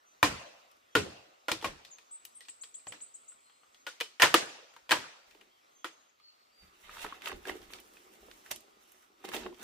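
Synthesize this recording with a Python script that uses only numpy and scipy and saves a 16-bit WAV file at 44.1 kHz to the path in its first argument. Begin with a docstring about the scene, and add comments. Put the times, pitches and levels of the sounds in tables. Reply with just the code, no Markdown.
"""A grove hushes under far gliding whistles; a blade then chops a hollow green stem in noise bursts through
ringing modes, and the canes, trunks and a far slope answer with decaying noise tails. Splinters tick in between.
A near bird, left of centre, sings sliding sines and then an upward trill. Later the cut stem is dragged a little
right of centre: filtered leaf grains and rumble swell in slips, with low thumps and knocks on standing canes."""
import sys
import numpy as np
from scipy import signal
from scipy.fft import rfft, irfft, next_fast_len
from scipy.io import wavfile
from scipy.ndimage import uniform_filter1d, map_coordinates

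SR = 44100
rng = np.random.default_rng(int(sys.argv[2]) if len(sys.argv) > 2 else 0)


def master_out(mix):
    """Clip the mix to full scale and print it as 16-bit PCM to the path in sys.argv[1]."""
    frames = np.transpose(np.atleast_2d(mix))
    ceiling = np.clip(frames, -1, 1)
    pcm = np.round(ceiling * 32767).astype(np.int16)
    wavfile.write(sys.argv[1], SR, pcm)


N = 424683

# Table levels are relative: each layer's mix gain sets its final loudness. Positive left-right dB leans left.

# Distant leaf hush over time: (time [s], level [dB])
HUSH_LEVEL = [(0, -68.5), (1.9, -67.5), (3, -67), (3.8, -67.5), (5.6, -68.5), (6.3, -70.5), (7, -65.5),
              (8.5, -63.5), (9.1, -69.5), (9.63, -64.5)]
# Colour of the hush: (frequency [Hz], density per hertz [dB])
HUSH_COLOUR = [(26, -41.5), (45, -10.5), (178, -12), (245, -3), (996, 1.5), (1270, 3), (1630, -6.5),
               (2030, -4), (3660, -7), (7850, -14), (10000, -22), (14500, -16), (16000, -35)]
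# Stereo width of the hush: (frequency [Hz], left-right likeness [-1 to 1])
HUSH_LIKENESS = [(60, 0.41), (240, 0.1), (950, -0.83), (3770, 0.93), (15000, -0.16)]

# Near bird's opening notes: (time [s], start [Hz], end [Hz], glide [s], length [s], level [dB])
OPENING = [(1.903, 7530, 6220, 0.018, 0.043, -56), (2.109, 7140, 7890, 0.0039, 0.056, -54.5),
           (2.347, 8500, 8340, 0.011, 0.034, -53)]
# Its trill, one upward flick repeated: (time [s], level [dB])
TRILL = [(2.483, -49), (2.61, -47), (2.74, -46.5), (2.872, -47), (3.009, -47.5), (3.139, -50), (3.279, -51)]
FLICK_FROM_HZ, FLICK_TO_HZ, FLICK_GLIDE_S, FLICK_S = 5920, 8310, 0.0072, 0.023
SONG_ECHO_DB, SONG_PAN_DB = 2.5, 8
# Far whistles: (time [s], start [Hz], end [Hz], length [s], level [dB])
WHISTLES = [(0.049, 6090, 6150, .09, -80), (0.167, 6100, 6200, .05, -83), (0.888, 6110, 6200, .07, -80),
            (0.88, 3260, 3350, .1, -76), (1.302, 2755, 2900, .12, -84), (1.37, 6390, 6400, .09, -85),
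            (3.4, 4150, 4150, .25, -86), (3.718, 6250, 6400, .12, -80), (4.651, 6780, 6700, .18, -84),
            (5.496, 2930, 3300, .06, -76), (5.555, 3300, 3050, .03, -78), (5.711, 6270, 6370, .24, -78),
            (5.749, 3160, 3350, .085, -81), (5.938, 6600, 6680, .17, -82), (6.19, 4460, 4450, .115, -73),
            (6.32, 4450, 4450, .17, -79), (6.515, 4700, 4630, .135, -75), (6.656, 4640, 4630, .04, -80)]
WHISTLE_GLIDE_SHARE, WHISTLE_ECHO_DB = .3, 1.5  # glide time over length
FLUTTER_DB, FLUTTER_FULL_S = 6, .11  # moving leaves break up long notes; full depth from this length

# Colours of the drag layers, scrape, leaf fizz, hollow rumble and grip:
# each (frequency [Hz], density per hertz [dB])
SCRAPE_COLOUR = [(350, -20.5), (600, -6.5), (800, -5), (983, -2.5), (1300, -5), (1420, -4.5), (2020, -1.5),
                 (2690, -6), (3200, -7), (3660, -9), (4270, -12.5), (6190, -19.5), (7000, -23), (9100, -44),
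                 (15400, -120)]
FIZZ_COLOUR = [(3240, -46.5), (5500, -2.5), (9400, -5.5), (14600, -8), (15600, -0.5), (16000, -23)]
RUMBLE_COLOUR = [(100, -42), (170, -12.5), (248, -6.5), (361, 2), (522, -11), (740, -8), (800, -2.5),
                 (1040, -40), (1760, -120)]
GRIP_COLOUR = [(12, -33), (20, -2), (59, -1), (79, -2.5), (157, -15.5), (200, -9), (260, -52), (440, -120)]
# Faint singing resonances of the sliding stem: (frequency [Hz], width [Hz])
RUBBED_MODES = [(1250, 170), (2700, 160), (3700, 350)]
# Leaves stirring as the stem is handled:
# (time [s], level [dB], rumble relative to it [dB], fizz relative to it [dB])
RUSTLE = [(5.22, -85, -15, -11), (5.28, -67, -11, -8), (5.44, -69, 1, -12), (5.55, -86, -14, -18),
          (5.6, -110, -9, -9), (6.5, -110, -5, -9), (6.6, -73, -3.5, -12.5), (6.78, -68.5, -6.5, -7),
          (6.9, -51, -22, -18), (7.01, -56.5, -11, -19), (7.15, -50.5, -15, -17), (7.2, -62, 0, -9),
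          (7.4, -73, -9, 2), (7.55, -60.5, -1, -7), (7.78, -57.5, -9, -12), (7.86, -69, -1.5, -1),
          (8.2, -67.5, 2.5, -4), (8.45, -66, -5.5, -1.5), (8.66, -73, 3.5, -10), (8.95, -68.5, -5.5, -1.5),
          (9.16, -78, 2.5, -7), (9.26, -59.5, -5, -16), (9.45, -46.5, -11, -20), (9.52, -79, 0, 6),
          (9.63, -66, -7, -5)]
RUSTLE_GRIP_DB = -19.5  # grip relative to the rustle
# Short slips, timed at their loudest:
# (time [s], scrape [dB], rise [s], fall [s], rumble relative to scrape [dB], fizz relative to scrape [dB])
SLIPS = [(6.63, -64.5, .08, .1, -4, -9), (6.81, -58, .05, 0.044, -12, -4.5),
         (7.034, -41.5, 0.14, 0.054, -17, -12), (7.279, -39.5, 0.074, 0.041, -12, -12),
         (7.329, -40.5, 0.054, 0.015, -3.5, -21), (7.489, -35, 0.044, 0.039, -7.5, -13),
         (7.745, -51.5, 0.068, 0.096, -2, -11), (8.514, -32.5, .006, 0.014, -20.5, -5),
         (9.25, -44.5, 0.018, .018, -3.5, -11), (9.291, -41.5, 0.013, 0.021, 1.5, -12),
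         (9.345, -35, .03, 0.072, -6.5, -10), (9.47, -49.5, 0.043, 0.013, 9, -19),
         (9.63, -45, 0.049, .05, -8, -8)]
SWELL_RANGE_DB = 18.5  # lost over one rise or fall time, for slips and thumps
# Low thumps carried through the stem: (time [s], level [dB], fall [s])
THUMPS = [(1.7, -60, .05), (6.635, -60, 0.028), (6.89, -74, .03), (7.05, -59, .05), (7.13, -66, .08),
          (7.34, -51, 0.048), (7.41, -77, .05), (7.5, -61, 0.085), (7.6, -65, .1), (7.69, -66, 0.053),
          (8.225, -64, 0.067), (8.32, -71, 0.037), (8.52, -65, .07), (9.34, -61, .06), (9.41, -60, 0.089),
          (9.63, -71, .05)]
THUMP_RISE_S = 0.032

# Hollow stem resonances: (frequency [Hz], width [Hz], level [dB])
STEM_MODES = [(311, 52, 2), (497, 67, -1), (956, 350, -7.5), (1460, 30, -14), (1864, 240, -6),
              (2422, 160, -7), (3080, 1300, -7), (4560, 250, -21.5)]
# Centres of the tone control on every contact: (thud, knock, body, crack, snap [Hz])
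BLOW_BANDS = [80, 370, 1400, 4400, 12000]
# Decay of the answer from near canes: (frequency [Hz], t60 [s])
CANE_DECAY = [(60, 0.37), (300, 0.37), (1000, 0.12), (3000, 0.18), (8000, 0.22), (15000, 0.022)]
# Decay of the answer from far trunks: (frequency [Hz], t60 [s])
TRUNK_DECAY = [(60, .35), (200, 0.47), (500, 0.91), (1200, 0.65), (2700, 0.73), (6000, 0.82), (15000, 0.25)]
# Colour of the late echo off a far slope: (frequency [Hz], gain [dB])
SLOPE_COLOUR = [(380, -36.5), (520, -5), (650, -4), (790, -8), (1100, -30), (2250, -23), (2650, -8.5),
                (3050, -23), (5000, -42)]
SLOPE_DELAY_S = .165
# Blade meeting stem; a split gives several cracks in a row:
# (time [s], peak [dB], ground thud [dB], hollow knock [dB], brightness [dB], splitting t60 [s, used up to 0.2],
#  echo [dB], note of the section [Hz], air chamber [Hz])
CHOPS = [(0.228, -9.5, -17.5, -10.5, -5, 0.13, 2.5, 1050, 270),
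         (0.952, -16, -11.5, 1.5, -0.5, 0.14, 0.5, 1440, 398),
         (1.483, -24.5, -48, -9, -3, 0.16, 3.5, 1380, 519),
         (1.516, -25, -14, -4, 9.5, 0.081, -4.7, 1050, 297),
         (1.625, -41.5, -50, 3, 3.5, 0.064, 10, 910, 373),
         (1.644, -23.5, -17, -7.5, -4, 0.12, 1.7, 1070, 528), (2.869, -40, -19, -6, -2, 0.036, 3, 740, 513),
         (2.922, -36.5, -35, -13.5, -3, 0.06, 4.5, 935, 500), (2.945, -55, -36, 1, -1, 0.071, 3, 1300, 258),
         (3.866, -32, -73.5, -12, 2.5, 0.12, 1.16, 1460, 474),
         (4.002, -38, -41.5, -29, 4.5, 0.27, 2.5, 3010, 318),
         (4.009, -25, -56.5, -10.5, 3.5, 0.057, -5.5, 2485, 411),
         (4.198, -19.5, -60.5, -19, -8.5, 0.13, 11, 1860, 500),
         (4.22, -13.5, -50, -16.5, 6.5, 0.15, -4.5, 1030, 506),
         (4.227, -4, -30, -26, -16.5, 0.13, 0.55, 940, 574),
         (4.235, -14.5, -27.5, -7.5, -4.5, 0.05, 5, 1750, 295),
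         (4.341, -8.5, -42.5, -9, -2.5, .072, 3, 1217, 303),
         (4.893, -34, -32.5, -10.5, 3.5, .14, 7.5, 1820, 500),
         (4.909, -16.5, -60, -19, -4.5, 0.25, 3, 983, 602),
         (4.917, -16, -35.5, -13.5, 4, 0.092, -6.5, 1660, 531),
         (4.923, -14.5, -32, -13, -24, .11, 0.8, 1636, 281),
         (5.844, -29, -48, -10.5, -3.5, 0.12, -1, 1330, 317.5)]
# Splinters and twigs ticking: (time [s], peak [dB], brightness [dB], note [Hz], left-right [dB])
TICKS = [(1.613, -51, 9, 2900, -1.2), (1.849, -55, 17, 1898, 1), (1.984, -50, 5, 2490, 2.5),
         (2.406, -48, 9, 1948, 2), (2.451, -58.5, 8, 2450, 1.5), (2.484, -49, 9.5, 2900, 2),
         (2.635, -50, 9.5, 3270, 3), (2.743, -69, 15, 3343, .2), (2.794, -65, 14, 2350, -2),
         (3.004, -55.5, 5, 1310, -2.5), (3.319, -58, -4, 1430, -3), (3.497, -57.5, -5, 3320, 5),
         (3.633, -55, -10.5, 1210, 6), (3.745, -61.5, 10, 3370, 1.5), (4.737, -53.5, 0, 1350, 3),
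         (4.764, -42.5, -8, 942, 3), (5.31, -57.5, 4.5, 2600, 6), (5.411, -54, -1, 2815, 4),
         (6.199, -59, -1, 1223, -2.5), (8.462, -46, -5, 1795, -2.2), (9.028, -58, -4, 1470, -3)]
TICK_THUD_DB, TICK_KNOCK_DB, TICK_T60_S, TICK_HOLLOW_HZ, TICK_ECHO_DB = -39, -17.5, 0.074, 409, 1
# Thin dry twigs snapping: (time [s], peak [dB], top treble [dB], left-right [dB])
TWIGS = [(0.714, -72, 6, 3), (0.767, -74, 1, -.6), (2.251, -55, 15, 2.5), (7.8, -63.5, 13, -1),
         (7.936, -70, 10, .6), (8.513, -43, 5.5, -5), (8.56, -56, 10, -1), (8.605, -69, 14, -5),
         (8.919, -71.5, 15, -3)]
TWIG_BRIGHT_DB, TWIG_T60_S, TWIG_ECHO_DB, TWIG_HZ = 13.5, 0.053, -4.5, 2945
# Dragged stem knocking on standing canes:
# (time [s], peak [dB], hollow knock [dB], brightness [dB], note [Hz])
KNOCKS = [(5.349, -57.5, 6, 2, 2960), (6.893, -36.5, -20, -21, 1255), (6.968, -37.5, -13.5, -21, 1270),
          (6.994, -41, -28, -2, 2660), (7.045, -24, -11.5, -17, 1270), (7.064, -32, -9, -12, 1290),
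          (7.124, -30, -21, -47, 1090), (7.22, -38, -22, 0.2, 2140), (7.258, -35, -33, 3, 2700),
          (7.271, -27.5, -25, -19, 1240), (7.294, -25.5, -18, -32, 1640), (7.316, -26, -28, -16, 1080),
          (7.453, -35.5, -15, -7, 1650), (7.472, -35, -3, 0, 1730), (7.487, -51, -5, -17, 2060),
          (7.494, -28, -25, -14, 1960), (7.552, -51.5, 18.5, -12, 1920), (7.617, -51, -11, 7, 780),
          (7.703, -45, -5, -14, 1140), (7.735, -42, -21, 10.5, 2200), (7.786, -45.5, -22, -6, 2520),
          (7.969, -48.5, -10, -7, 2560), (8.284, -52, 4.5, -28, 704), (8.313, -48.5, -17.5, 6.5, 1483),
          (9.242, -38, -15, -16, 821), (9.254, -55, -5, 17, 3390), (9.288, -43, -14, 6, 1770),
          (9.317, -34, -27, -18, 1710), (9.336, -36, -18, -11, 2130), (9.35, -39, -13, -5, 1070),
          (9.365, -37, 5.5, 11, 1650), (9.462, -29, -14, -24, 1080), (9.526, -49, -3, -9, 1000),
          (9.544, -58, 1, 8, 2660), (9.596, -50, 6, 4, 970)]
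KNOCK_THUD_DB, KNOCK_T60_S, KNOCK_HOLLOW_HZ, KNOCK_ECHO_DB, KNOCK_PAN_DB = -32, 0.031, 365, 0, -2.5
SNAP_DB, SNAP_PER_BRIGHT = -17, 0.72  # the highest treble follows brightness

TOP_HZ = 15700  # the treble falls away around here


def amp(db):
    """Gain of a level in dB."""
    return 10 ** (np.asarray(db) / 20)


def unit(x):
    """x at rms 1."""
    return x / np.sqrt(np.mean(x ** 2) + 1e-20)


def along(points, hz):
    """Read (Hz, value) points on a log frequency axis."""
    f, v = np.transpose(points)
    return np.interp(np.log(hz + 1), np.log(f + 1), v)


def curves(rows):
    """One value per sample for each column after the time; silent outside."""
    s, *cols = np.transpose(rows)
    return [np.interp(np.arange(N) / SR, s, c, left=-150, right=-150) for c in cols]


def wobble(rate):
    """A smooth random curve, rate knots a second."""
    knots = rng.standard_normal(int(N * rate / SR) + 4)
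    return map_coordinates(knots, [np.arange(N) * rate / SR])


def filtered(x, response, pad=8192):
    """x times a response of frequency."""
    m = next_fast_len(x.shape[-1] + pad)
    spectrum = rfft(x, m) * response(np.fft.rfftfreq(m, 1 / SR))
    return irfft(spectrum, m)[..., :x.shape[-1]]


def causal(gain):
    """Minimum-phase response with this gain, so a filtered hit has no pre-ring."""
    cepstrum = irfft(np.log(gain + 1e-6))
    half = len(cepstrum) // 2
    cepstrum[1:half] *= 2
    cepstrum[half + 1:] = 0
    return np.exp(rfft(cepstrum))


def add(out, s, x, pan_db=0):
    """Mix a sound into stereo at time s; positive pan leans left."""
    part = out[:, round(s * SR):][:, :x.shape[-1]]
    part += x[..., :part.shape[1]] * amp(np.array([[.5], [-.5]]) * pan_db)


def drift(shape, bins, frames):
    """A random field at rms 1, smoothed over frequency bins and time frames."""
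    field = uniform_filter1d(rng.standard_normal(shape), bins, 0)
    return unit(uniform_filter1d(field, frames, 1))


def patchy(x, patchy_db):
    """x with a random gain that drifts over time and frequency."""
    z = signal.stft(x, nperseg=512)[2]
    gain = amp(patchy_db * drift(z.shape[1:], 5, 10))
    return signal.istft(z * gain, nperseg=512)[1][:, :N]


def spread(x, alike):
    """Stereo from two unrelated signals, with a likeness that depends on frequency."""
    def mid_side(hz):
        turn = np.arccos(np.clip(along(alike, hz), -1, 1)) / 2
        return np.array([np.cos(turn), np.sin(turn)])
    mid, side = filtered(x, mid_side)
    return np.array([mid + side, mid - side])


def tail(decay, alike, size=32768):
    """A fresh stereo noise tail, its left side at energy 1; each frequency dies at its own speed."""
    hz, t, z = signal.stft(rng.standard_normal((3, size)), SR, nperseg=256)
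    unevenness = 3 * drift(z.shape[1:], 2, 9)  # dB; trunks stand unevenly
    t60 = np.maximum(along(decay, hz), .02)[:, None]
    noise = signal.istft(z * amp(unevenness - 60 * t / t60), SR, nperseg=256)[1]
    stereo = alike * noise[2] + noise[:2]
    return stereo / np.linalg.norm(stereo[0])


def forest():
    """The distant hush of leaves: coloured noise in faint patches, its level drifting."""
    pair = patchy(rng.standard_normal((2, N)), 2.0)
    s, db = np.transpose(HUSH_LEVEL)
    level = amp(np.interp(np.arange(N) / SR, s, db) + 1.1 * wobble(6))
    hush = filtered(pair, lambda hz: amp(along(HUSH_COLOUR, hz)))
    return level * unit(spread(hush, HUSH_LIKENESS))


def notes():
    """All notes as (time [s], start [Hz], end [Hz], glide [s], length [s], level [dB], echo [dB], pan [dB])."""
    trill = [(s, FLICK_FROM_HZ, FLICK_TO_HZ, FLICK_GLIDE_S, FLICK_S, db) for s, db in TRILL]
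    song = [tuple(row) + (SONG_ECHO_DB, SONG_PAN_DB) for row in OPENING + trill]
    far = [(s, start, end, WHISTLE_GLIDE_SHARE * length, length, db, WHISTLE_ECHO_DB, 0)
           for s, start, end, length, db in WHISTLES]
    return song + far


def birds():
    """Each note is a sine that slides towards its end pitch, then hangs in the trees."""
    out = np.zeros((2, N))
    for s, start_hz, end_hz, glide, length, db, echo_db, pan_db in notes():
        t = np.arange(int(length * SR)) / SR
        pitch = end_hz + (start_hz - end_hz) * np.exp(-t / glide)
        waver = unit(uniform_filter1d(rng.standard_normal(len(t)), 150))
        pitch = pitch + 14 * amp(echo_db) * waver  # more echo, more waver
        attack = (1 - np.exp(-t / min(glide, .015))) ** 0.93  # swells as the slide settles
        release = np.clip((length - t) / 0.005, 0, 1)
        flutter = uniform_filter1d(rng.standard_normal(len(t)), 500)
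        flutter = np.clip(unit(uniform_filter1d(flutter, 300)), -2, 1)
        flutter_db = FLUTTER_DB * min(length / FLUTTER_FULL_S, 1) ** 2
        shape = release * attack * amp(flutter_db * flutter)
        note = np.sqrt(2) * amp(db) * shape * np.sin(2 * np.pi * np.cumsum(pitch) / SR)
        add(out, s, np.array([note, np.roll(note, 3)]), pan_db)  # right side 3 samples late
        echo = tail([(100, 0.18)], alike=0.65) + amp(-9.5) * tail([(100, 2.3)], alike=.1)
        add(out, s + 0.0016, amp(echo_db) * signal.fftconvolve(note[None], echo, axes=1))
    return out


def grains(rate, spread_db, smooth):
    """Two trains of tiny uneven leaf snaps, rate a second each, over a share of smooth rubbing."""
    sizes = amp(spread_db * np.clip(rng.standard_normal((2, N)), -2, 2))
    snaps = (rng.random((2, N)) < rate / SR) * sizes
    snaps = signal.lfilter([1], [1, -.95], snaps) * rng.standard_normal((2, N))  # about a millisecond each
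    return unit(snaps) + smooth * rng.standard_normal((2, N))


def swell(s, db, rise, fall):
    """Level in dB that climbs to a peak at s and drops again."""
    t = np.arange(N) / SR - s
    return db - SWELL_RANGE_DB * np.where(t < 0, -t / max(rise, .002), t / max(fall, .002))


def handling():
    """Levels of scrape, rumble, fizz and grip: the rustle, with slips and thumps rising out of it."""
    rustle, *under = curves(RUSTLE)
    bed = rustle + np.array([0 * rustle, *under])
    slips = [swell(s, db, rise, fall) + np.array([[0], [rumble], [fizz]])
             for s, db, rise, fall, rumble, fizz in SLIPS]
    scrape_db, rumble_db, fizz_db = np.max(slips + [bed], axis=0)
    thumps = [swell(s, db, THUMP_RISE_S, fall) for s, db, fall in THUMPS]
    grip_db = np.max(thumps + [rustle + RUSTLE_GRIP_DB], axis=0)
    return scrape_db, rumble_db, fizz_db, grip_db


def drag():
    """Leaves crackle, the stem rumbles as it slides, and the grip thumps; friction comes in short slips."""
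    out, slip = 0, wobble(35)  # scrape and fizz share the slip wobble
    scrape_db, rumble_db, fizz_db, grip_db = handling()
    scrape = patchy(grains(450, spread_db=4.5, smooth=1.1), 2.2)
    fizz = patchy(grains(700, spread_db=6.5, smooth=1.1), 1.2)
    rumble = patchy(grains(150, spread_db=4.5, smooth=0.82), 1.4)
    grip = rng.standard_normal((2, N))
    layers = [  # (level [dB], colour, source, left-right likeness)
        (scrape_db - 4.5 + 2.2 * slip, SCRAPE_COLOUR, scrape, .4),
        (fizz_db + 2.5 * slip + 0.52 * wobble(25), FIZZ_COLOUR, fizz, .3),
        (rumble_db - 1.5 + 1.7 * wobble(25), RUMBLE_COLOUR, rumble, .7),
        (grip_db + 0.5 + 3 * wobble(6.4), GRIP_COLOUR, grip, .97)]
    for db, colour, source, alike in layers:
        layer = filtered(source, lambda hz: amp(along(colour, hz)))
        out = out + amp(db) * unit(spread(layer, [(100, alike)]))
    out = filtered(out, lambda hz: 1 + sum(0.68 / (1 + (2 * (hz - c) / w) ** 2) for c, w in RUBBED_MODES))
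    out = out * amp([[-1.3], [1.3]])  # leans right
    return out + amp(-7.0) * signal.fftconvolve(out, tail(CANE_DECAY, alike=0.47), axes=1)[:, :N]


def contacts():
    """Chops, ticks, twigs and knocks in one form: each kind fills in what its events share."""
    def snap(bright):
        return SNAP_DB + SNAP_PER_BRIGHT * bright
    # (time, peak, thud, knock, brightness, snap, pan, t60, echo, note, air chamber)
    rows = [(s, db, thud, knock, bright, snap(bright), 0, t60, echo, note, hollow)
            for s, db, thud, knock, bright, t60, echo, note, hollow in CHOPS]
    rows += [(s, db, TICK_THUD_DB, TICK_KNOCK_DB, bright, snap(bright), pan,
              TICK_T60_S, TICK_ECHO_DB, note, TICK_HOLLOW_HZ) for s, db, bright, note, pan in TICKS]
    rows += [(s, db, TICK_THUD_DB, TICK_KNOCK_DB, TWIG_BRIGHT_DB, top, pan,
              TWIG_T60_S, TWIG_ECHO_DB, TWIG_HZ, TICK_HOLLOW_HZ) for s, db, top, pan in TWIGS]
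    rows += [(s, db, KNOCK_THUD_DB, knock, bright, snap(bright), KNOCK_PAN_DB,
              KNOCK_T60_S, KNOCK_ECHO_DB, note, KNOCK_HOLLOW_HZ) for s, db, knock, bright, note in KNOCKS]
    return rows


def stem_ring(hz, ring_hz):
    """Resonance gain of the hollow stem; mode levels vary from hit to hit."""
    modes = STEM_MODES + [(ring_hz, 110, 5)]  # the struck section adds its own note
    return 0.34 + sum(amp(level + rng.normal(0, 3.4)) / (1 + (2 * (hz - c) / w) ** 2) for c, w, level in modes)


def splitting(t, t60):
    """Fibres snap unevenly: a decaying stereo noise burst, sharpest at first contact."""
    n = len(t)
    sizes = amp(np.clip(rng.standard_normal(n // 32), -2, 1.5).repeat(32))  # uneven fibre snaps
    cracks = rng.standard_normal((3, n)) * sizes * amp(-60 * t / t60) * (t < .12)
    cracks = cracks * (1 - np.exp(-t / .0003)) * (1 + 1.2 * np.exp(-t / .003))
    cracks = cracks[2] + 0.58 * cracks[:2]  # both ends of the stem radiate differently
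    return cracks / np.linalg.norm(cracks[0])


def air_chamber(t, hollow_hz, t60):
    """Air in the hollow booms as a decaying sine that starts sharp and settles."""
    cycles = hollow_hz * (t + .3 * .022 * (1 - np.exp(-t / .022)))
    return amp(-60 * t / (.06 + .6 * t60)) * (1 - np.exp(-t / .007)) * np.sin(2 * np.pi * cycles)


def grove_answer():
    """Near canes and far trunks scatter sound back as noise tails that build up, then die."""
    near = np.pad(tail(CANE_DECAY, alike=.35, size=16384), ((0, 0), (0, 16384)))
    echo = amp(-3) * near + amp(-13) * tail(TRUNK_DECAY, alike=.55)
    return echo * (1 - np.exp(-np.arange(echo.shape[1]) / SR / .012))


def blows():
    """Bursts of fibre cracks ring the hollow stem; canes, trunks and a slope scatter them back."""
    out, n = np.zeros((2, N)), 8192
    t, hz = np.arange(n) / SR, np.fft.rfftfreq(n, 1 / SR)
    for s, db, thud_db, knock_db, crack_db, snap_db, pan_db, t60, echo_db, ring_hz, hollow_hz in contacts():
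        ring = stem_ring(hz, ring_hz)
        levels = [thud_db - 10, thud_db + 19, knock_db + 4.5, 0, crack_db - 4.0, snap_db + 2]
        tone = list(zip([20] + BLOW_BANDS, levels))
        tilt = lambda f: amp(along(tone, f))
        t60 = np.clip(t60, .004, .2)
        size = amp(db - 19.0) * np.sqrt((t60 + 0.015) * SR)  # longer splits carry more energy
        body = np.sqrt(np.mean(ring[(hz > 800) & (hz < 2500)] ** 2))  # evens out the random modes
        hit = irfft(rfft(splitting(t, t60)) * (causal(ring * tilt(hz)) / body))
        add(out, s, amp(13.5) * size * hit, pan_db)
        boom = air_chamber(t, hollow_hz, t60)
        add(out, s, amp(db + knock_db - 2.0) * np.array([boom, boom]), pan_db)
        echo = filtered(grove_answer(), lambda f: tilt(f) * np.interp(f, hz, ring) ** 0.28)
        add(out, s + .003, amp(echo_db + 9.5) * size * echo, pan_db * 0.37)
        if db > -32:  # only hard blows come back from the slope, heavy ones most
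            late = filtered(tail([(100, 1.0)], alike=0.12), lambda f: amp(along(SLOPE_COLOUR, f)))
            add(out, s + SLOPE_DELAY_S, amp(.5 * thud_db + 3) * size * late)
    return out


def scene():
    """All sources in the grove."""
    return forest() + birds() + drag() + blows()


def record(dry):
    """Two close microphones hear the same bass and differ most in the treble; the top of the band is cut."""
    dry = dry / (1 + np.abs(dry / .75) ** 4) ** (1 / 4)  # the hardest cracks are softly rounded
    mid, side = (dry[0] + dry[1]) / 2, (dry[0] - dry[1]) / 2
    side = filtered(side, lambda hz: 1.2 * hz ** 2 / (hz ** 2 + 280 ** 2) * (1 + hz / 25000))
    edges = [TOP_HZ - 400, TOP_HZ, TOP_HZ + 900, TOP_HZ + 950]
    band = lambda hz: amp(np.interp(hz, edges, [0, -22, -35, -120]))
    return filtered(np.array([mid + side, mid - side]), band)


dry = scene()
out = record(dry)
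master_out(out)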